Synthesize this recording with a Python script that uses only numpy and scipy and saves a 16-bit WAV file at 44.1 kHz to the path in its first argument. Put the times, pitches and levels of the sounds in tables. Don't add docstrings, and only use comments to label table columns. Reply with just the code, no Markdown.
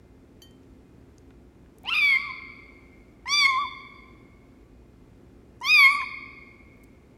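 import sys
import numpy as np
from scipy import signal
from scipy.fft import rfft, irfft
from scipy.io import wavfile
from scipy.ndimage import uniform_filter1d

SR = 44100
rng = np.random.default_rng(int(sys.argv[2]) if len(sys.argv) > 2 else 0)


def nominal_scale(level):
    x = np.asarray(level, float) / 20
    return 10 ** x


def wav_record(signal):
    frames = np.transpose(np.atleast_2d(signal))
    bounded = np.clip(frames, -1, 1)
    quanta = np.round(bounded * 32767).astype(np.int16)
    wavfile.write(sys.argv[1], SR, quanta)


N = 316329
TIME = np.arange(N) / SR


def kitten():
    # (time [s], effort [dB], hum through the nose [dB],
    # mouth opening [0-1], roughness of the vocal folds [0-1])
    first_mew = [
        (1.84,-60,-48,0.57,1.0),
        (1.894,-20,-37,0.81,.25),
        (1.905,-29.5,-34,0.76,0.22),
        (1.942,-18,-37,0.82,0.51),
        (2.01,-13,-43.5,0.72,0.07),
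        (2.102,-15,-47.5,0.64,0.01),
        (2.167,-21.5,-41,0.42,0.05),
        (2.19,-36,-44.5,0.3,0.09),
        (2.316,-52.5,-38,0.4,0.1),
    ]
    second_mew = [
        (3.257,-44.5,-40.5,0.24,0.18),
        (3.302,-23.5,-34.5,.7,0.046),
        (3.34,-14.5,-30.5,0.81,.07),
        (3.39,-12.5,-37.5,0.82,0.11),
        (3.43,-13.5,-27,.68,0.046),
        (3.46,-15,-32.5,0.52,0.13),
        (3.474,-26,-27,0.5,0.054),
        (3.591,-40.5,-23.5,0.32,0.039),
        (3.662,-67,-32.5,.3,0.094),
    ]
    third_mew = [
        (5.613,-50.5,-37.5,0.5,.34),
        (5.65,-23.5,-35,0.68,.13),
        (5.684,-14,-30.5,0.81,.1),
        (5.729,-9.5,-46.5,0.78,.08),
        (5.798,-9,-25,0.68,.07),
        (5.858,-12.5,-28.5,0.56,.05),
        (5.877,-19,-26.5,0.4,.07),
        (5.95,-26.5,-28.5,0.39,.12),
        (6.038,-42,-35.5,0.27,.14),
    ]
    # (time [s], pitch [Hz])
    arcs = [
        [(1.84,700),(1.898,1075),(1.943,1190),(2.0,1195),(2.1,1113),(2.16,1043),(2.205,1135),(2.275,1135),(2.3,1038)],
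        [(3.255,900),(3.27,1000),(3.31,1126),(3.345,1172),(3.39,1174),(3.43,1127),(3.458,1072),(3.57,1037),(3.665,990)],
        [(5.61,900),(5.62,960),(5.66,1074),(5.69,1205),(5.725,1260),(5.762,1212),(5.81,1126),(5.86,1071),(6.03,1055)],
    ]
    # (fifth over fourth overtone [dB], resonance [Hz], its level [dB], escaping air [0-1])
    throats = [
        (-20,4750,-26,.05),
        (-13,4750,-13,.06),
        (-21,4750,-19,0.08),
    ]
    # (level [dB], resonance at half-open mouth [Hz], tilt [dB per octave])
    edges = [
        (-50,9200,2.5),
        (-41,7000,4.5),
        (-40,9920,-2),
    ]
    # (lows [dB], upper mids [dB], highs [dB])
    turns = [
        (3.5,2.5,7.5),
        (-3,9,-6),
        (-3,0,-0.5),
    ]
    direct, sent = np.zeros(N), np.zeros(N)
    for rows, arc, throat, edge, turn in zip([first_mew, second_mew, third_mew], arcs, throats, edges, turns):
        voice = mew(rows, arc, *throat, *edge)
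        direct += voice
        sent += toward_room(voice, *turn)
    return direct, sent


def mew(rows, arc, fifth_db, throat_hz, throat_db, breathy, edge_db, edge_hz, tilt_db):
    rows = np.array(rows)
    start, stop = round((rows[0, 0] - .001) * SR), round((rows[-1, 0] + .008) * SR)
    t = TIME[start:stop]
    size = len(t)
    effort_db, nose_db, opening, rough = [np.interp(t, rows[:, 0], column) for column in rows[:, 1:].T]
    rough = np.clip(rough, 0, 2)

    pitch = voice_pitch(t, arc, rough)
    phase = 2 * np.pi * np.cumsum(pitch) / SR
    order = np.arange(1, 19)[:, None]
    hz = order * pitch

    mouth = hump(hz[1:4], 1100 + 2200 * opening, width_hz=306)
    throat = nominal_scale(throat_db + 11 * (opening - .5)) * hump(hz[1:4], throat_hz, width_hz=550)
    lows = np.hypot(mouth, throat)
    thin_s, settle_s, thin_db = 0.043, 0.065, 2.5
    fifth = lows[2] * nominal_scale(np.interp(t - t[0], [thin_s, thin_s + settle_s], [thin_db, fifth_db]))
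    edge = bright_edge(hz[5:], effort_db, opening, edge_hz, tilt_db)
    lips_db = 69.5 * np.clip(.42 - opening, 0, 1)
    edge_db = edge_db - lips_db + .51 * effort_db
    effort = nominal_scale(effort_db)
    heights = np.vstack([nominal_scale(nose_db), effort * lows, effort * fifth, nominal_scale(edge_db) * edge])

    swell = nominal_scale([np.clip(k - 4, 0, 3) * 1.9 * drift(6.1, size) for k in range(18)])
    blur = breathy + .3 * rough
    air = np.array([1 + np.clip(k - 4, 0, 4) * blur * drift(350, size) for k in range(18)])
    waves = np.sin(order * phase + rng.uniform(0, 2 * np.pi, (18, 1)))
    tone = np.sum(heights * swell * air * waves, axis=0)
    tone = tone * nominal_scale(1.1 * drift(30, size))

    hiss_band = signal.butter(4, [6500, 15800], "band", fs=SR, output="sos")
    hiss = signal.sosfilt(hiss_band, rng.standard_normal(size))
    hiss = hiss * nominal_scale(-13.5 + edge_db - 15 * (1.5 - opening))

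    shimmer = 1 + .55 * rough * drift(300, size)
    fade = np.clip(np.minimum((t - t[0]) / .002, (t[-1] - t) / .01), 0, 1)
    out = np.zeros(N)
    out[start:stop] = np.sqrt(2) * (tone + hiss) * shimmer * fade
    return out


def voice_pitch(t, arc, rough):
    # (time [s], jump [Hz], rise [s], hold [s], fall [s])
    flips = [(1.903,215,.005,.035,.005),(1.9615,105,.005,0,.005),(1.968,65,.012,0,.01),(1.987,75,.005,0,.005),(1.995,68,.016,0,.008),(2.026,-22,.02,0,.016),(2.243,50,.013,0,.032),
             (3.279,40,.003,0,.003),(3.474,47,.016,0,.05),(3.597,137,.024,.037,.021),
             (5.631,60,.004,.002,.012),(5.905,50,.045,.05,.055),(5.92,60,.015,0,.032),(5.974,90,.022,.012,.022),(6.042,-75,.014,.02,.001)]
    pitch = uniform_filter1d(np.interp(t, *np.transpose(arc)), size=300)
    pitch = pitch + uniform_filter1d(sum(flip(t, *row) for row in flips), size=60)
    return pitch * (1 + 0.059 * rough * drift(250, len(t)))


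def flip(t, s, jump_hz, rise, hold, fall):
    shape = np.minimum(1 + (t - s) / rise, 1 - (t - s - hold) / fall)
    return jump_hz * np.clip(shape, 0, 1)


def bright_edge(hz, effort_db, opening, edge_hz, tilt_db):
    # (frequency [Hz], level [dB])
    colour = [(6000,4),(7000,-1),(8200,-1.5),(9500,-4),(11000,-3),(12500,-1),(14000,-3.5),(16000,-13.5)]
    slope_db = tilt_db + 1.1 * (effort_db + 15)
    edge = nominal_scale(at_hz(colour, hz) + slope_db * np.log2(hz / 10000)) * (hz < 16000)
    centre_hz = edge_hz + 4000 * (opening - .5)
    edge = edge * (0.54 + hump(hz, centre_hz, width_hz=1000))
    return edge / np.sqrt(np.sum(edge ** 2, axis=0))


def hump(hz, centre_hz, width_hz):
    return 1 / (1 + ((hz - centre_hz) / width_hz) ** 2)


def toward_room(voice, low_db, mid_db, high_db):
    hz = np.fft.rfftfreq(N, 1 / SR) + 1
    turn = [(1500, low_db), (1900, 0.0016), (2900, 0.0036), (3500, mid_db),
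            (4300, high_db), (5500, high_db), (7500, -.8)]
    return irfft(rfft(voice) * nominal_scale(at_hz(turn, hz)), N)


def bowl():
    # (time [s], peak level [dB])
    touch = [
        (0.4194, -34.5),
    ]
    # (frequency [Hz], level [dB], time to fall 60 dB [s])
    modes = [(1865,-20,0.45),(3112,-4.5,0.33),(4100,-17,0.082),(4545,-5.5,0.11),(5750,-21,.15),(6169,-4.5,0.061),(6800,-13,0.2),(8500,-24,.1),(10030,-16,.15),(12260,-12,.12),(13200,-19,.08),(14800,-14.5,.06)]
    (s, peak_db), = touch
    click = np.zeros(N)
    click[round(s * SR)] = nominal_scale(peak_db)
    ringing = sum(nominal_scale(db) * ring(click, hz, t60) for hz, db, t60 in modes)
    return nominal_scale(-8.5) * ringing + 0.5 * np.gradient(click)


def ring(clicks, hz, t60):
    r, w = nominal_scale(-60 / (t60 * SR)), 2 * np.pi * hz / SR
    return signal.lfilter([0, np.sin(w)], [1, -2 * r * np.cos(w), r * r], clicks + 1e-18)


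def smacks():
    # (time [s], peak level [dB], centre [Hz], width [octaves], time to fall 60 dB [s])
    puffs = [(.473,-58,5500,.5,.01),(.510,-53,7000,1.0,0.0074),(.633,-56,3500,1.5,.01),(1.182,-44,6000,0.75,0.0087),(1.306,-50,1100,1.5,0.022),(1.661,-53,1391,1.577,0.012),(1.784,-44.5,9040,1.2,0.014),(1.833,-49.5,11000,1.2,0.011),(1.851,-47.5,4530,1.5,0.0077),(3.257,-43.5,1500,1.5,.02),(3.279,-29.5,2250,.6,.015),(3.28,-47.5,9000,.5,.015),(5.604,-49,7000,.8,0.008),(5.614,-44.5,7000,1.0,0.018),(6.015,-28,1700,0.6,0.03),(6.77,-61.5,14500,.4,0.0062),(6.814,-62,12000,.8,0.0072),(6.8355,-48,10900,1.5,.008),(6.8405,-43.5,8700,2.0,0.0084)]
    out, t = np.zeros(N), TIME[:2000]
    for s, peak_db, hz, octaves, t60 in puffs:
        low, high = hz / 2 ** (octaves / 2), min(hz * 2 ** (octaves / 2), 19000)
        band = signal.butter(2, [low, high], "band", fs=SR, output="sos")
        puff = signal.sosfilt(band, rng.standard_normal(2000) * nominal_scale(-60 * t / t60))
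        start = round(s * SR)
        out[start:start + 2000] += nominal_scale(peak_db) * puff / np.abs(puff).max()
    return out


def room(x):
    # (frequency [Hz], time to fall 60 dB [s], level [dB])
    echo = [(498,.8,-22.5),(1100,1.2,-12),(1580,1.86,-7),(2250,1.097,-11),(2860,0.44,-15),(3500,1.05,-13),(4560,1.05,-11.5),(6400,0.35,-13.5),(7500,0.49,-9),(10000,0.52,-9.5),(15000,.3,-18.5)]
    t, tail = TIME[:80000], 0
    edges = 300 * 2 ** np.arange(0, 6, 1 / 3)
    for low, high in zip(edges, edges[1:]):
        hz = np.sqrt(low * high)
        sos = signal.butter(2, [low, high], "band", fs=SR, output="sos")
        band = signal.sosfilt(sos, rng.standard_normal(len(t)))
        fall_db = -60 * t / at_hz(echo, hz)
        linger = nominal_scale(-14 + fall_db / 1.52)
        fall = (nominal_scale(fall_db) + linger) * np.clip((t - .004) / 0.005, 0, 1)
        tail = tail + nominal_scale(at_hz(echo, hz, axis=2)) * band * fall / np.sqrt(np.sum(fall ** 2))
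    return signal.fftconvolve(x, tail)[:N]


def background():
    # (frequency [Hz], level [dB per Hz])
    rumble = [(15, -35.5), (25, -16.5), (53, 3), (92, -5.5), (123, -3.5), (149, -12), (270, -2),
              (354, -12.5), (384, -7), (416, -13.5), (962, -24.5), (2410, -32.5), (2610, -35.5),
              (7510, -43), (16000, -51.5)]
    # (frequency [Hz], level [dB rms])
    hum = [(59.2, -62.5), (118.4, -66), (177.6, -68), (263.8, -65.5), (355.3, -67)]
    # (frequency [Hz], level [dB rms])
    whine = [(2083,-83.5),(2358,-89),(2476,-86.5),(7224,-93.5)]
    noise, edges = 0, 22 * 2 ** np.arange(0, 9.7, 1 / 3)
    white = rng.standard_normal((2, N + 20000))
    for k, (low, high) in enumerate(zip(edges, edges[1:])):
        sos = signal.butter(2, [low, high], "band", fs=SR, output="sos")
        band = signal.sosfilt(sos, white[k % 2])[20000:]
        noise = noise + nominal_scale(at_hz(rumble, np.sqrt(low * high))) * band
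    tones = np.zeros(N)
    for hz, db in [*hum, *whine]:
        wave = np.sin(2 * np.pi * hz * TIME + 0.37 * drift(2.3))
        tones += nominal_scale(db + 2.0 * drift(3)) * np.sqrt(2) * wave
    return nominal_scale(-53) * nominal_scale(.4 * drift(2)) * rms_one(noise) + tones


def drift(rate, size=N):
    r = np.exp(-2 * np.pi * rate / SR)
    noise = rng.standard_normal(size + 20000)
    return rms_one(signal.lfilter([1], [1, -2 * r, r * r], noise)[20000:])


def rms_one(x):
    return x / np.sqrt(np.mean(x ** 2) + 1e-30)


def at_hz(points, hz, axis=1):
    table = np.array(points)
    return np.interp(np.log(hz), np.log(table[:, 0]), table[:, axis])


def scene():
    direct, sent = kitten()
    small = bowl() + smacks()
    return (direct + small + room(sent + nominal_scale(-7) * small) + background())[None]


def low_pass(x):
    return signal.sosfilt(signal.butter(12, 16510, fs=SR, output="sos"), x)


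def record(dry):
    mix = signal.sosfilt(signal.butter(3, 33, "high", fs=SR, output="sos"), dry)
    mix = signal.sosfilt(signal.cheby2(12, 60, 17200, fs=SR, output="sos"), mix)
    return low_pass(mix)


dry = scene()
out = record(dry)
wav_record(out)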